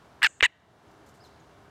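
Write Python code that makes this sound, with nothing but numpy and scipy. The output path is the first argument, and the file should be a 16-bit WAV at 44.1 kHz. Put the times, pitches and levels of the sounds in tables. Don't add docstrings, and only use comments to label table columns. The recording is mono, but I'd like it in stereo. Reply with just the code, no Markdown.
import sys
import numpy as np
from scipy import signal
from scipy.fft import rfft, irfft
from scipy.io import wavfile
from scipy.ndimage import uniform_filter1d, minimum_filter1d

SR = 44100
rng = np.random.default_rng(int(sys.argv[2]) if len(sys.argv) > 2 else 0)


def wrap_up_sound(samples):
    columns = np.atleast_2d(samples).T
    tamed = np.clip(columns, -1, 1)
    steps = np.round(tamed * 32767).astype(np.int16)
    wavfile.write(sys.argv[1], SR, steps)


N = 74970
TIME, FREQS = np.arange(N) / SR, np.fft.rfftfreq(N, 1 / SR)


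def amp(db):
    return 10 ** (np.asarray(db) / 20)


def unit_rms(x):
    return x / np.sqrt(np.mean(x ** 2) + 1e-20)


def read(points, hz):
    f, value = np.transpose(points)
    return np.interp(np.log(hz + 1), np.log(f + 1), value)


def add(mix, s, sound):
    part = mix[max(round(s * SR), 0):][:len(sound)]
    part += sound[:len(part)]


def noise(spectrum, size):
    return unit_rms(irfft(rfft(rng.standard_normal(N)) * amp(read(spectrum, FREQS)), N))[:size]


def drift(rate_hz, size):
    return unit_rms(irfft(rfft(rng.standard_normal(N)) * np.exp(-FREQS / rate_hz), N))[:size]


def ring(spectrum, size=2048):
    log_gain = np.log(amp(read(spectrum, abs(np.fft.fftfreq(size, 1 / SR)))))
    response = np.fft.ifft(np.exp(np.conj(signal.hilbert(log_gain)))).real[:size // 2]
    return response / np.linalg.norm(response)


def resonate(x, hz, width_hz):
    turn = np.exp(2j * np.pi * np.cumsum(hz * np.ones(len(x))) / SR)
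    radius = np.exp(-np.pi * width_hz / SR)
    return 2 * (turn * signal.lfilter([1 - radius], [1, -radius], x / turn)).real


def tone(hz):
    return np.sin(2 * np.pi * np.cumsum(hz) / SR)


# f/Hz, relative level/dB
MURMUR_SPECTRUM = [(15, -47.5), (25, -23), (41, -13), (82, 0.5), (111, -1), (223, -5), (326, -2.5),
                   (363, -7.5), (394, -4.5), (516, -9), (677, -6.5), (1560, -13.5), (1940, -20.5),
                   (2160, -20), (6920, -32), (12900, -40.5), (16000, -46)]
# f/Hz, coherence/0-1
MURMUR_COHERENCE = [(60, 0.69), (130, 0.21), (290, 0.02), (640, 0.66), (1410, 0.88), (3100, 0.97),
                    (6820, 0.91), (15000, 0.2)]
# f/Hz, level/dB
HUM_TONES = [(120, -71), (399, -70.5), (699, -73)]
def wood(murmur_db=-54, waver=.003):
    coherence = np.clip(read(MURMUR_COHERENCE, FREQS), 0, 1)
    mid, side = (irfft(rfft(noise(MURMUR_SPECTRUM, N)) * np.sqrt(share / 2), N)
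                 for share in (1 + coherence, 1 - coherence))
    hum = sum(amp(db) * np.sqrt(2) * tone(hz * (1 + waver * drift(10, N))) for hz, db in HUM_TONES)
    return amp(murmur_db) * np.array([mid + side, mid - side]) + hum


# t/s, relative level/dB, pitch/ratio to POP_SPECTRUM
LARYNX_POPS = [(.2186, -25, .75), (.2220, -11, .9), (.4038, -24, 1), (.4069, -11, 1), (.4080, -3, 1.03)]
# f/Hz, relative level/dB
POP_SPECTRUM = [(100, -42.5), (600, -29), (1200, -6), (2000, 4), (2900, -0.5), (3700, -10.5), (4500, -26.5),
                (6500, -42.5), (8400, -27.5), (11000, -51.5), (16000, -62.5)]
def pops(gain_db=.5):
    out = np.zeros(N)
    for s, db, pitch in LARYNX_POPS:
        pop = ring(np.array(POP_SPECTRUM) * [pitch, 1])
        add(out, s, amp(gain_db + db) * pop / abs(pop).max())
    return out


# f/Hz, time to fall 60 dB/s, relative level/dB
TREE_ECHO = [(200, .4, -4), (1500, 0.92, 0), (2000, .6, 3.5), (2400, .6, -2.5), (2770, 0.58, 3),
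             (3500, 0.96, 0.5), (7000, 0.42, 3), (14000, 0.15, -0.5)]
def trees(x, spread=.35):
    hz, t, spectra = signal.stft(rng.standard_normal((2, SR)), SR, nperseg=256)
    t60, db = (read(np.array(TREE_ECHO)[:, [0, k]], hz)[:, None] for k in (1, 2))
    mid, side = signal.istft(spectra * amp(db - 60 * t / t60), SR, nperseg=256)[1]
    tail = np.array([mid + spread * side, mid - spread * side]) / np.linalg.norm(mid)
    return signal.fftconvolve(x[None], tail, axes=1)[:, :N]


def larynx(times, rate_hz, level_db, roughness, jitter=.14, shimmer_db=5, air_db=-2):
    pulses, air, taps = np.zeros(N), np.zeros(N), np.arange(64)
    at, lead = times[0], len(taps) // 2
    for late, strong in rng.standard_normal((80, 2)):
        if at > times[-1]:
            break
        harsh, period = np.interp(at, times, roughness), 1 / np.interp(at, times, rate_hz)
        size = amp(np.interp(at, times, level_db) + shimmer_db * harsh * strong) * np.sqrt(period * SR)
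        pulse = np.sinc(taps - lead - at * SR + round(at * SR)) * np.hanning(len(taps))
        add(pulses, at - lead / SR, size * pulse)
        add(air, at, size * harsh * np.exp(-taps / 16) / np.sqrt(8))
        at += period * np.exp(jitter * harsh * late)
    return pulses + amp(air_db) * air * rng.standard_normal(N)


def smear(x, hz=2300, width_hz=1300):
    radius = np.exp(-np.pi * width_hz / SR)
    poles = [1, -2 * radius * np.cos(2 * np.pi * hz / SR), radius ** 2]
    return signal.lfilter(poles[::-1], poles, x)


# t/s, pulse rate/Hz, relative level/dB, roughness/0-1, upper resonance f/Hz, its gain/dB
BARK_CURVES = [
    [(.2299, 857, -8.5, .3, 8100, 14), (.2345, 833.7, -14, .45, 8000, 14),
     (.2385, 930.6, -11, .25, 7920, 17.5), (.243, 992, -15, 0.42, 8000, 7),
     (.246, 765.7, -1.5, .7, 8230, 3.5), (.249, 906, -8, .15, 8230, 6.5), (.254, 887, -9, .15, 7964, 5.5),
     (.2585, 779, -20, .5, 5980, 7.5), (.2625, 820, -8, .15, 6200, 11.5), (.268, 747, -9, .2, 6720, 16),
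     (.274, 696, -33.5, .2, 6910, -1.5)],
    [(.4263, 490.4, -5, .4, 5500, 11), (.4296, 720, 2, 0.31, 5562, 4.5), (.4315, 794, -5, 0.4, 5580, -3),
     (.4345, 681, -2, .25, 6026, -4), (.438, 1007, -4, .12, 6650, 12), (.441, 960, -2.5, .1, 6645, 17),
     (.445, 765, -5, .4, 6800, 4.5), (.450, 987, -6, 0.17, 6870, 23.5), (.454, 1009, -5, .05, 7190, 8),
     (.4605, 860, -8, 0.17, 8000, 16), (.4652, 760, -20, .3, 8200, 8)],
]
# f/Hz, relative level/dB in the first bark, in the second
THROAT_SPECTRA = [(100, -41, -43), (550, -25, -31.5), (892, -16, -16.5), (1247, -4, -2.5),
                  (1574, 0.5, -5.5), (2050, -3, 0.5), (2818, -2.5, -3), (3375, -9.5, -6), (3970, -9.5, -8),
                  (5120, -12, -23.5), (6390, -29, -26.5), (8300, -30, -28.5), (10510, -39.5, -42),
                  (13000, -42.5, -50), (16000, -52.5, -60)]
# f/Hz, width/Hz, gain/dB
THROAT_FORMANTS = [(1945, 680, 0.5), (2670, 350, -3.5)]
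def barks(upper_width_hz=600, top_db=-4.5):
    out = np.zeros(N)
    highpass = signal.butter(2, 4500, "high", fs=SR, output="sos")
    for k, curve in enumerate(BARK_CURVES):
        times, rate_hz, db, roughness, upper_hz, upper_db = np.transpose(curve)
        throat = ring(np.array(THROAT_SPECTRA)[:, [0, k + 1]])
        voice = signal.oaconvolve(larynx(times, rate_hz, db, roughness), throat)[:N]
        formants = sum(amp(gain) * resonate(voice, hz, width) for hz, width, gain in THROAT_FORMANTS)
        treble = signal.sosfilt(highpass, voice) * amp(np.interp(TIME, times, upper_db))
        upper = resonate(treble, np.interp(TIME, times, upper_hz), upper_width_hz)
        top = amp(top_db) * resonate(treble, hz=12500, width_hz=900)
        out += smear((voice + formants + upper + top) / 2)
    return out


# t/s, level/dB, f/Hz
AIR_PUFFS = [(0.231, -40, 300), (0.2457, -29.5, 300), (0.4276, -9, 500)]
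def puffs(rise_s=.0009, thump_hz=75.6, thump_decay_s=.007, thump_db=-8.5):
    out, t = np.zeros(N), TIME[:SR // 10]
    thump = amp(thump_db) * np.sin(2 * np.pi * thump_hz * t) * np.exp(-t / thump_decay_s)
    for s, db, hz in AIR_PUFFS:
        push = np.sin(2 * np.pi * hz * t) * t / rise_s * np.exp(1 - t / rise_s)
        add(out, s, amp(db) * (push + thump))
    return out


# f/Hz, relative level/dB
HISS_SPECTRUM = [(1000, -40), (5400, -28), (6400, -3), (7100, -2), (8300, -3.5), (9000, -27),
                 (16000, -47.5)]
def hiss(start_s=.24, end_s=.41, db=-44.5, fade_db_per_s=105):
    out, t = np.zeros(N), np.arange(0, end_s - start_s, 1 / SR)
    add(out, start_s, noise(HISS_SPECTRUM, len(t)) * amp(db - fade_db_per_s * t))
    return out


# t/s, length/s, level/dB
DRY_RUSTLES = [(0.913, 0.0065, -71.5), (1.06, 0.065, -67.5), (1.141, 0.063, -72), (1.235, 0.085, -72)]
# f/Hz, relative level/dB
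RUSTLE_SPECTRUM = [(1500, -12), (4500, -5), (7500, -0.5), (10500, -11), (13500, -8), (15000, -19),
                   (16000, -30)]
def rustles(grain_db=4):
    out = np.zeros(N)
    for s, length, db in DRY_RUSTLES:
        progress = np.linspace(0, 1, int(length * SR))
        scuff = noise(RUSTLE_SPECTRUM, len(progress)) * amp(grain_db * drift(190, len(progress)))
        swell = np.sqrt(abs(np.sin(np.pi * np.sqrt(progress))))
        add(out, s, amp(db) * unit_rms(scuff * swell))
    return out


# t/s, length/s, start f/Hz, middle f/Hz, end f/Hz, level/dB
BIRD_CHIRPS = [(1.2, 0.037, 4100, 5150, 4600, -64.5), (1.233, 0.039, 4700, 4034, 2950, -61),
               (1.258, .032, 7200, 5390, 4140, -70.5), (1.396, 0.0185, 7400, 6600, 6000, -70.5)]
def bird(waver=.012, flutter_db=3.5):
    out = np.zeros(N)
    for s, length, *pitches_hz, db in BIRD_CHIRPS:
        progress = np.linspace(0, 1, int(length * SR))
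        arch_hz = np.polyval(np.polyfit([0, .5, 1], pitches_hz, 2), progress)
        whistle = tone(arch_hz * (1 + waver * drift(300, len(progress))))
        swell = np.sqrt(2 * abs(np.sin(np.pi * progress)))
        add(out, s, amp(db + flutter_db * drift(130, len(progress))) * swell * whistle)
    return out


def scene(hand_db=-30, hand_delay_s=.0006, frog_echo_db=-43, bird_echo_db=-7):
    frog = pops() + barks() + puffs() + hiss()
    far_bird = bird()
    hand = amp(hand_db) * np.array([[1], [-1]]) * np.roll(frog, int(hand_delay_s * SR))
    into_trees = amp(frog_echo_db) * frog + amp(bird_echo_db) * far_bird
    return frog + hand + far_bird + rustles() + trees(into_trees) + wood()


def gain_control(x, window, threshold_db=-13.5, slope=.82, hold_s=.11, recover_db_per_s=34):
    hold = int(hold_s * SR)
    power_db = 10 * np.log10(abs(uniform_filter1d((x ** 2).mean(0), window)) + 1e-12)
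    held_db = -minimum_filter1d(-power_db, hold, origin=(hold - 1) // 2, mode="nearest")
    fall_db = TIME * recover_db_per_s
    detector_db = np.maximum.accumulate(held_db + fall_db) - fall_db
    over_db = np.maximum(detector_db - threshold_db, 0)
    return x / amp(slope * uniform_filter1d(over_db, window))


def record(dry, window_s=.0017, peak_limit=.5, notch_hz=2508, notch_width_hz=120, edge_hz=16500):
    window = int(window_s * SR)
    ducked = gain_control(dry, window)
    allowed = np.minimum(1, peak_limit / (abs(ducked).max(0) + 1e-9))
    limited = ducked * uniform_filter1d(minimum_filter1d(allowed, window), window)
    notched = signal.lfilter(*signal.iirnotch(notch_hz, notch_hz / notch_width_hz, fs=SR), limited)
    lowpass = signal.firwin(511, edge_hz, window=("kaiser", 9), fs=SR)
    return signal.oaconvolve(notched, lowpass[None], "same")


dry = scene()
out = record(dry)
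wrap_up_sound(out)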